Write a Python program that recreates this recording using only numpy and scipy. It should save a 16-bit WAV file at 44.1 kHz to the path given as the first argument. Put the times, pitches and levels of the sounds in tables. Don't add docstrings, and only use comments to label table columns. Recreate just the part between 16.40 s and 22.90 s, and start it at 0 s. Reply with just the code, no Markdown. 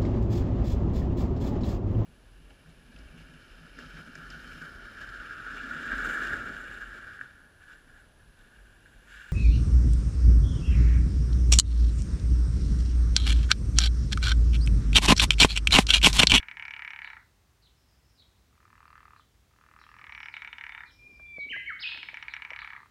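import sys
import numpy as np
from scipy import signal
from scipy.fft import rfft, irfft
from scipy.io import wavfile
from scipy.ndimage import uniform_filter1d

SR = 44100
rng = np.random.default_rng(int(sys.argv[2]) if len(sys.argv) > 2 else 0)


def materialize(psi):
    bounded = np.clip(np.atleast_2d(psi).T, -1, 1)
    quanta = np.round(bounded * 32767).astype(np.int16)
    wavfile.write(sys.argv[1], SR, quanta)


N = 286650
TIME = np.arange(N) / SR

# pitch_hz, level_db (per Hz)
AIR_SPECTRUM = [(20, -41.5), (32, -33.5), (45, 0.5), (62, 2.5), (80, -2.5), (120, -6), (170, -12.5),
                (300, -15.5), (550, -21.5), (1200, -22), (3000, -27), (6000, -29.5), (10000, -34.5),
                (15500, -36.5)]
# time_s, gain_db
RUMBLE_SWELL = [(0, -64.5), (1.3, -66), (2.2, -63), (3.0, -64.5), (3.55, -62.5), (4.2, -65), (4.7, -61),
                (5.2, -61), (5.8, -63.5), (6.5, -64)]
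# time_s, level_db
RUSTLE_SWELL = [(4.45, -103), (4.7, -68), (4.9, -88), (5.12, -61), (5.3, -71.5), (5.45, -81), (5.58, -66.5),
                (5.9, -98), (6.5, -86)]
# start_s, peak_db, lowest_hz, highest_hz
KNOCKS = [(3.632, -59, 250, 404), (4.796, -50, 450, 2500), (4.981, -36, 99, 438), (5.163, -39.5, 900, 4000),
          (5.559, -52, 764, 900), (5.73, -49.5, 300, 870), (6.114, -43, 405, 710)]
# pitch_hz, level_db (relative), t60_s (time to fade by 60 dB)
KNOCK_TONES = [(176, -6, 0.036), (328, -6.5, 0.035), (507, -1, 0.038), (640, 0, 0.055), (783, -6, 0.046),
               (1127, 0, 0.026), (1630, 1.5, .025)]
# start_s, level_db (before mixing)
CHIRP_STARTS = [(.63, -60), (1.223, -61), (1.774, -60.5), (2.761, -66.5), (3.395, -65), (3.925, -58),
                (4.457, -61.5), (4.985, -58), (5.885, -55.5), (6.183, -54.5)]
# time_s (from its start), pitch_hz, level_db (added to the chirp's own)
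CHIRP_SHAPE = [(0, 4600, -4.5), (.01, 4230, -6), (.024, 3997, 3), (.036, 3924, -5.5), (.044, 3480, -3.5),
               (.055, 3080, -1)]
# time_s, pitch_hz, level_db (before mixing)
FAR_WHISTLES = [
    [(1.34, 5180, -81), (1.40, 5360, -78), (1.56, 5020, -81), (1.70, 5350, -76), (1.78, 4960, -78)],
    [(3.38, 5300, -75), (3.55, 5400, -78), (3.75, 5630, -72), (3.9, 5000, -69)],
    [(4.02, 3636, -69.5), (4.2, 3540, -69.5), (4.4, 3624, -67.5)],
    [(4.46, 5300, -77), (4.52, 5360, -67.5), (4.64, 5140, -79.5), (4.78, 5180, -73.5)],
    [(4.79, 3420, -79.5), (4.93, 3470, -68.5), (5.04, 3590, -79)],
]
# time_s, pitch_hz, level_db (before mixing)
HELD_NOTES = [
    [(4.45, 2376, -72), (4.46, 2388, -56), (4.496, 2401, -68), (4.508, 2372, -68), (4.58, 2407, -83),
     (4.592, 2383, -57.5), (4.656, 2411, -56.5), (4.67, 2402, -53.5), (4.68, 2412, -66)],
    [(4.68, 2418, -70.5), (4.732, 2374, -56), (4.888, 2371, -46.5), (4.952, 2334, -49),
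     (4.974, 2301, -39.5), (4.986, 2239, -57), (4.994, 2258, -40.5), (5.084, 2285, -44), (5.09, 2250, -36)],
]
# crest_s, plunge_s, rebound_s, hold_s, first_hz, crest_hz, trough_hz, last_hz, level_db (before mixing)
SWOOPS = [(5.11, 0.035, .020, 0.047, 2600, 3090, 1601, 2055, -34.5),
          (5.284, .046, 0.0031, 0.0025, 2100, 2216, 1230, 1230, -33),
          (5.412, 0.04, 0.049, 0.011, 3290, 5210, 2482, 4350, -33.5)]
# pitch_hz, level_db (relative)
FAR_THROAT = [(550, -60.5), (850, -20.5), (1220, -9), (1520, -19), (1750, -14), (2100, -23.5),
              (2650, -24.5), (3100, -36.5), (3700, -41), (4350, -35), (7000, -71.5)]
NEAR_THROAT = [(550, -70), (720, -25), (930, -8.5), (1150, -16), (1700, -3.5), (2270, 4), (2650, -8),
               (2930, -7.5), (3250, -16), (3900, -23), (4850, -33.5), (5550, -29.5), (5950, -35.5),
               (9000, -67)]
# delay_s, gain (plain factor, minus flips the wave)
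FAR_ECHOES = [(.00275, -.27), (.00316, -.35), (.00357, -.29), (.00688, .14), (.0098, .15)]
NEAR_ECHOES = [(.0019, -.52), (.00231, .4), (.00325, -.24), (.00532, .34), (.00759, -.11), (.0106, .12)]
# start_s, beats (count), rate_per_s,
# drag_s (delay of the last beat), drag_beats (count over which it builds), level_db, brightness_db (relative)
FAR_CROAKS = [(2.1285, 27, 39.92, .016, 1.6, 1.5, -.5), (3.112, 29, 39.75, .015, 5, 3, .3),
              (5.7727, 28, 39.84, .008, 2.7, 3, .5)]
NEAR_CROAKS = [(-0.2238, 36, 35.64, .0098, .7, 0, 0), (3.5867, 32, 36.87, .0085, 2.9, 0, -.3),
               (5.4073, 35, 35.80, .0065, 1.7, .5, 1)]
STUTTERS = [(10, 13), (12, 15, 19, 21), (7, 9, 11, 14, 16, 18, 21, 24)]

# how much softer it starts (dB), time constant (s)
NEAR_SWELL, FAR_SWELL = (10.3, 0.15), (17.3, 0.16)
# best brightness (dB), reached this long before the end (s),
# fall-off (dB per s squared), last drop (dB), time constant of that drop (s)
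NEAR_BRIGHTNESS, FAR_BRIGHTNESS = (1.63, 0.48, 35, 6.6, 0.044), (0.2, 0.32, 36, 6.2, 0.11)
LAST_CLICK_DB = -1.5
CLICK_JITTER_S, CLICK_SPREAD_DB, BRIGHTNESS_SPREAD_DB = 0.0005, 0.43, 1.14
SWOOP_RISE_S, PLUNGE_SKEW = 0.02, 0.7
SWOOP_ATTACK_S, SWOOP_RELEASE_S, SWOOP_FADE_DB = 0.014, 0.028, 15
REBOUND_FADE_DB = 2.5
BEST_HZ, OFF_BEST_DB = 2100, 8
CUTOFF_HZ = 15800


def from_db(db):
    return 10 ** (np.asarray(db) / 20)


def rms_one(x):
    return x / np.sqrt(np.mean(x ** 2) + 1e-20)


def at_hz(points, hz):
    point_hz, level = np.transpose(points)
    return np.interp(np.log(np.maximum(hz, 1)), np.log(point_hz), level)


def butter(x, hz, kind, order=2):
    sections = signal.butter(order, np.clip(hz, 10, 0.45 * SR), kind, fs=SR, output="sos")
    return signal.sosfilt(sections, x)


def noise():
    return rng.standard_normal(N)


def convolve(x, response):
    return signal.fftconvolve(x, response)[:N]


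def scatter(t60, onset_s, top_hz, per_s=6000):
    t = TIME[:SR]
    arrivals = rng.choice([-1, 1], SR) * (rng.random(SR) < per_s / SR)
    build_up = 1 - np.exp(-(t / onset_s) ** 2)
    tail = butter(arrivals, top_hz, "low") * from_db(-60 * t / t60) * build_up
    return tail / np.sqrt(np.sum(tail ** 2))


def note(rows, waver, overtone_db, waver_hz=60):
    s, pitch, level = np.transpose(rows)
    unsteady = 1 + waver * rms_one(butter(noise(), waver_hz, "low"))
    phase = 2 * np.pi * np.cumsum(np.interp(TIME, s, pitch) * unsteady) / SR
    swell = from_db(np.interp(TIME, s, level, left=-200, right=-200))
    swell = uniform_filter1d(swell, size=128)
    return np.sqrt(2) * swell * (np.sin(phase) + from_db(overtone_db) * np.sin(2 * phase))


def background(split_hz=500):
    hz = np.arange(N // 2 + 1) * SR / N
    air = rms_one(irfft(rfft(noise()) * from_db(at_hz(AIR_SPECTRUM, hz)), N))
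    low = butter(air, split_hz, "low", order=1)
    rumble = low * from_db(np.interp(TIME, *np.transpose(RUMBLE_SWELL)))
    hiss = from_db(-64.5) * (air - low)
    return rumble + hiss


def rustle():
    uneven = from_db(4.5 * rms_one(butter(noise(), 25, "low")))
    dull = rms_one(uneven * butter(noise(), [200, 430], "band"))
    return from_db(np.interp(TIME, *np.transpose(RUSTLE_SWELL))) * dull


def knocks():
    out = np.zeros(N + SR)
    t = TIME[:SR // 4]
    for s, peak_db, low_hz, high_hz in KNOCKS:
        ring = np.zeros(len(t))
        for k, (hz, db, t60) in enumerate(KNOCK_TONES):
            fade = from_db(db + rng.normal(0, 1.0) - 60 * t / t60)
            ring += (-1) ** k * fade * np.sin(2 * np.pi * hz * t)
        ring = butter(butter(ring, high_hz, "low"), low_hz, "high")
        at = int(s * SR)
        out[at:at + len(t)] += from_db(peak_db) * ring / np.abs(ring).max()
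    return out[:N]


def far_chirps():
    chirps = np.zeros(N)
    for s, level in CHIRP_STARTS:
        chance = rng.standard_normal((len(CHIRP_SHAPE), 3)) * [0, 110, 3]
        rows = np.array(CHIRP_SHAPE) + [s, 0, level] + chance
        chirps += note(rows, waver=0.062, overtone_db=-36, waver_hz=316.0)
    return chirps


def far_whistles():
    whistles = np.zeros(N)
    for rows in FAR_WHISTLES:
        tremble = np.interp(rows[0][1], [3500, 5200], [0.008, 0.04])
        whistles += note(rows, waver=tremble, overtone_db=-45, waver_hz=220)
    flicker = from_db(3.6 * rms_one(butter(noise(), 15, "low")))
    return flicker * whistles


def distant_birds():
    birds = from_db(-2.5) * far_chirps() + from_db(-4.0) * far_whistles()
    short = scatter(t60=0.25, onset_s=0.0047, top_hz=8000)
    long = scatter(t60=1.0, onset_s=0.024, top_hz=7760)
    return from_db(-0.5) * birds + convolve(birds, from_db(-5) * short + from_db(-10.5) * long)


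def swoop(crest_s, plunge_s, rebound_s, hold_s, first_hz, crest_hz, trough_hz, last_hz, level_db, count=200):
    t = np.linspace(-SWOOP_RISE_S, plunge_s + rebound_s + hold_s, count)
    rise = np.minimum(t / SWOOP_RISE_S, 0) ** 2
    plunge = np.sin(np.pi / 2 * np.clip(t / plunge_s, 0, 1) ** PLUNGE_SKEW) ** 2
    rebound = np.sin(np.pi / 2 * np.clip((t - plunge_s) / rebound_s, 0, 1)) ** 2
    pitch = crest_hz * (first_hz / crest_hz) ** rise
    pitch = pitch * (trough_hz / crest_hz) ** plunge * (last_hz / trough_hz) ** rebound
    fade_in, fade_out = (t - t[0]) / SWOOP_ATTACK_S, (t[-1] - t) / SWOOP_RELEASE_S
    opening = np.minimum(np.minimum(fade_in, fade_out), 1)
    level = level_db - SWOOP_FADE_DB * (1 - opening) - REBOUND_FADE_DB * rebound
    level = level - OFF_BEST_DB * np.log2(pitch / BEST_HZ) ** 2
    return np.column_stack([crest_s + t, pitch, level])


def warbler():
    held = from_db(1.6) * sum(note(rows, waver=0.003, overtone_db=-39) for rows in HELD_NOTES)
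    swoops = from_db(-1.5) * sum(note(swoop(*row), waver=0.00407, overtone_db=-38.5) for row in SWOOPS)
    echo = from_db(-22.0) * np.interp(TIME - 0.046, TIME, swoops, left=0)
    ring = scatter(t60=0.77, onset_s=0.0035, top_hz=8800, per_s=3300)
    trees = convolve(swoops + from_db(-5.5) * held, ring)
    trees = butter(trees, 2570, "high")
    return held + swoops + echo + from_db(1.0) * trees


def click_train(start, beats, rate, drag_s, drag_beats, level_db, bright_db, swell, brightness, skipped=()):
    soft_db, swell_s = swell
    best_db, best_s, arch_db, drop_db, drop_s = brightness
    beat = np.arange(beats)
    last = beat == beat[-1]
    s = start + beat / rate + drag_s * np.exp((beat - beat[-1]) / drag_beats)
    left = s[-1] - s
    strength = level_db - soft_db * np.exp((start - s) / swell_s) + LAST_CLICK_DB * last
    bright = bright_db + best_db - arch_db * (left - best_s) ** 2 - drop_db * np.exp(-left / drop_s)
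    chance = rng.standard_normal((beats, 3)) * [CLICK_JITTER_S, CLICK_SPREAD_DB, BRIGHTNESS_SPREAD_DB]
    rows = np.column_stack([s, strength, bright]) + chance
    return rows[(s >= 0) & ~np.isin(beat, skipped)]


def struck(spectrum_db):
    cepstrum = irfft(np.log(from_db(spectrum_db)))
    half = len(cepstrum) // 2
    cepstrum[1:half] *= 2
    cepstrum[half + 1:] = 0
    return irfft(np.exp(rfft(cepstrum)))


def croaks(clicks, throat, low_hz, high_hz, vary_db, size=2048):
    hz = np.arange(size // 2 + 1) * SR / size
    upper = at_hz([(low_hz, 0), (high_hz, 1)], hz)
    knots = np.geomspace(600, 8000, 16)
    below = 20 * np.log10(np.clip(hz / throat[0][0], 1e-2, 1))
    above = 20 * np.log10(np.maximum(hz / throat[-1][0], 1))
    body = at_hz(throat, hz) + below - above
    height = np.abs(struck(body)).max()
    change = np.interp(hz, [2700, 5500, 7500], [1, 2.5, 0])
    out = np.zeros(N + size)
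    for s, strength_db, bright_db in clicks:
        wobble = np.interp(hz, knots, rng.normal(0, vary_db, len(knots))) * change
        at = max(int(s * SR), 0)
        out[at:at + size] += struck(body + strength_db + bright_db * upper + wobble) / height
    return out[:N]


def over_pond(x, echoes, wash_db, t60, low_hz, top_hz):
    crisp = sum(gain * np.interp(TIME - delay, TIME, x, left=0) for delay, gain in echoes)
    sway = 2 * np.pi * 3 * TIME + rng.uniform(0, 2 * np.pi)
    wash = np.zeros(N)
    for share in (np.cos(sway), np.sin(sway)):
        wash += share * convolve(x, scatter(t60, onset_s=0.0093, top_hz=top_hz, per_s=1600))
    wash = butter(butter(wash, low_hz, "high", order=3), top_hz, "low")
    return x + crisp + from_db(wash_db) * wash


def far_frog():
    clicks = np.vstack([click_train(*row, FAR_SWELL, FAR_BRIGHTNESS) for row in FAR_CROAKS])
    voice = from_db(-42.5) * croaks(clicks, FAR_THROAT, low_hz=1182, high_hz=2210, vary_db=3.0)
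    return over_pond(voice, FAR_ECHOES, wash_db=-6.5, t60=0.19, low_hz=1910, top_hz=3120)


def near_frog():
    clicks = np.vstack([click_train(*row, NEAR_SWELL, NEAR_BRIGHTNESS, skipped)
                        for row, skipped in zip(NEAR_CROAKS, STUTTERS)])
    voice = from_db(-26.5) * croaks(clicks, NEAR_THROAT, low_hz=1920, high_hz=2340, vary_db=2.05)
    return over_pond(voice, NEAR_ECHOES, wash_db=-10.0, t60=0.29, low_hz=550, top_hz=2225)


def scene():
    surroundings = background() + rustle() + knocks()
    animals = distant_birds() + warbler() + far_frog() + near_frog()
    return (surroundings + animals)[None]


def record(dry):
    return signal.sosfilt(signal.ellip(10, 0.1, 70, CUTOFF_HZ, fs=SR, output="sos"), dry)


dry = scene()
out = record(dry)
materialize(out)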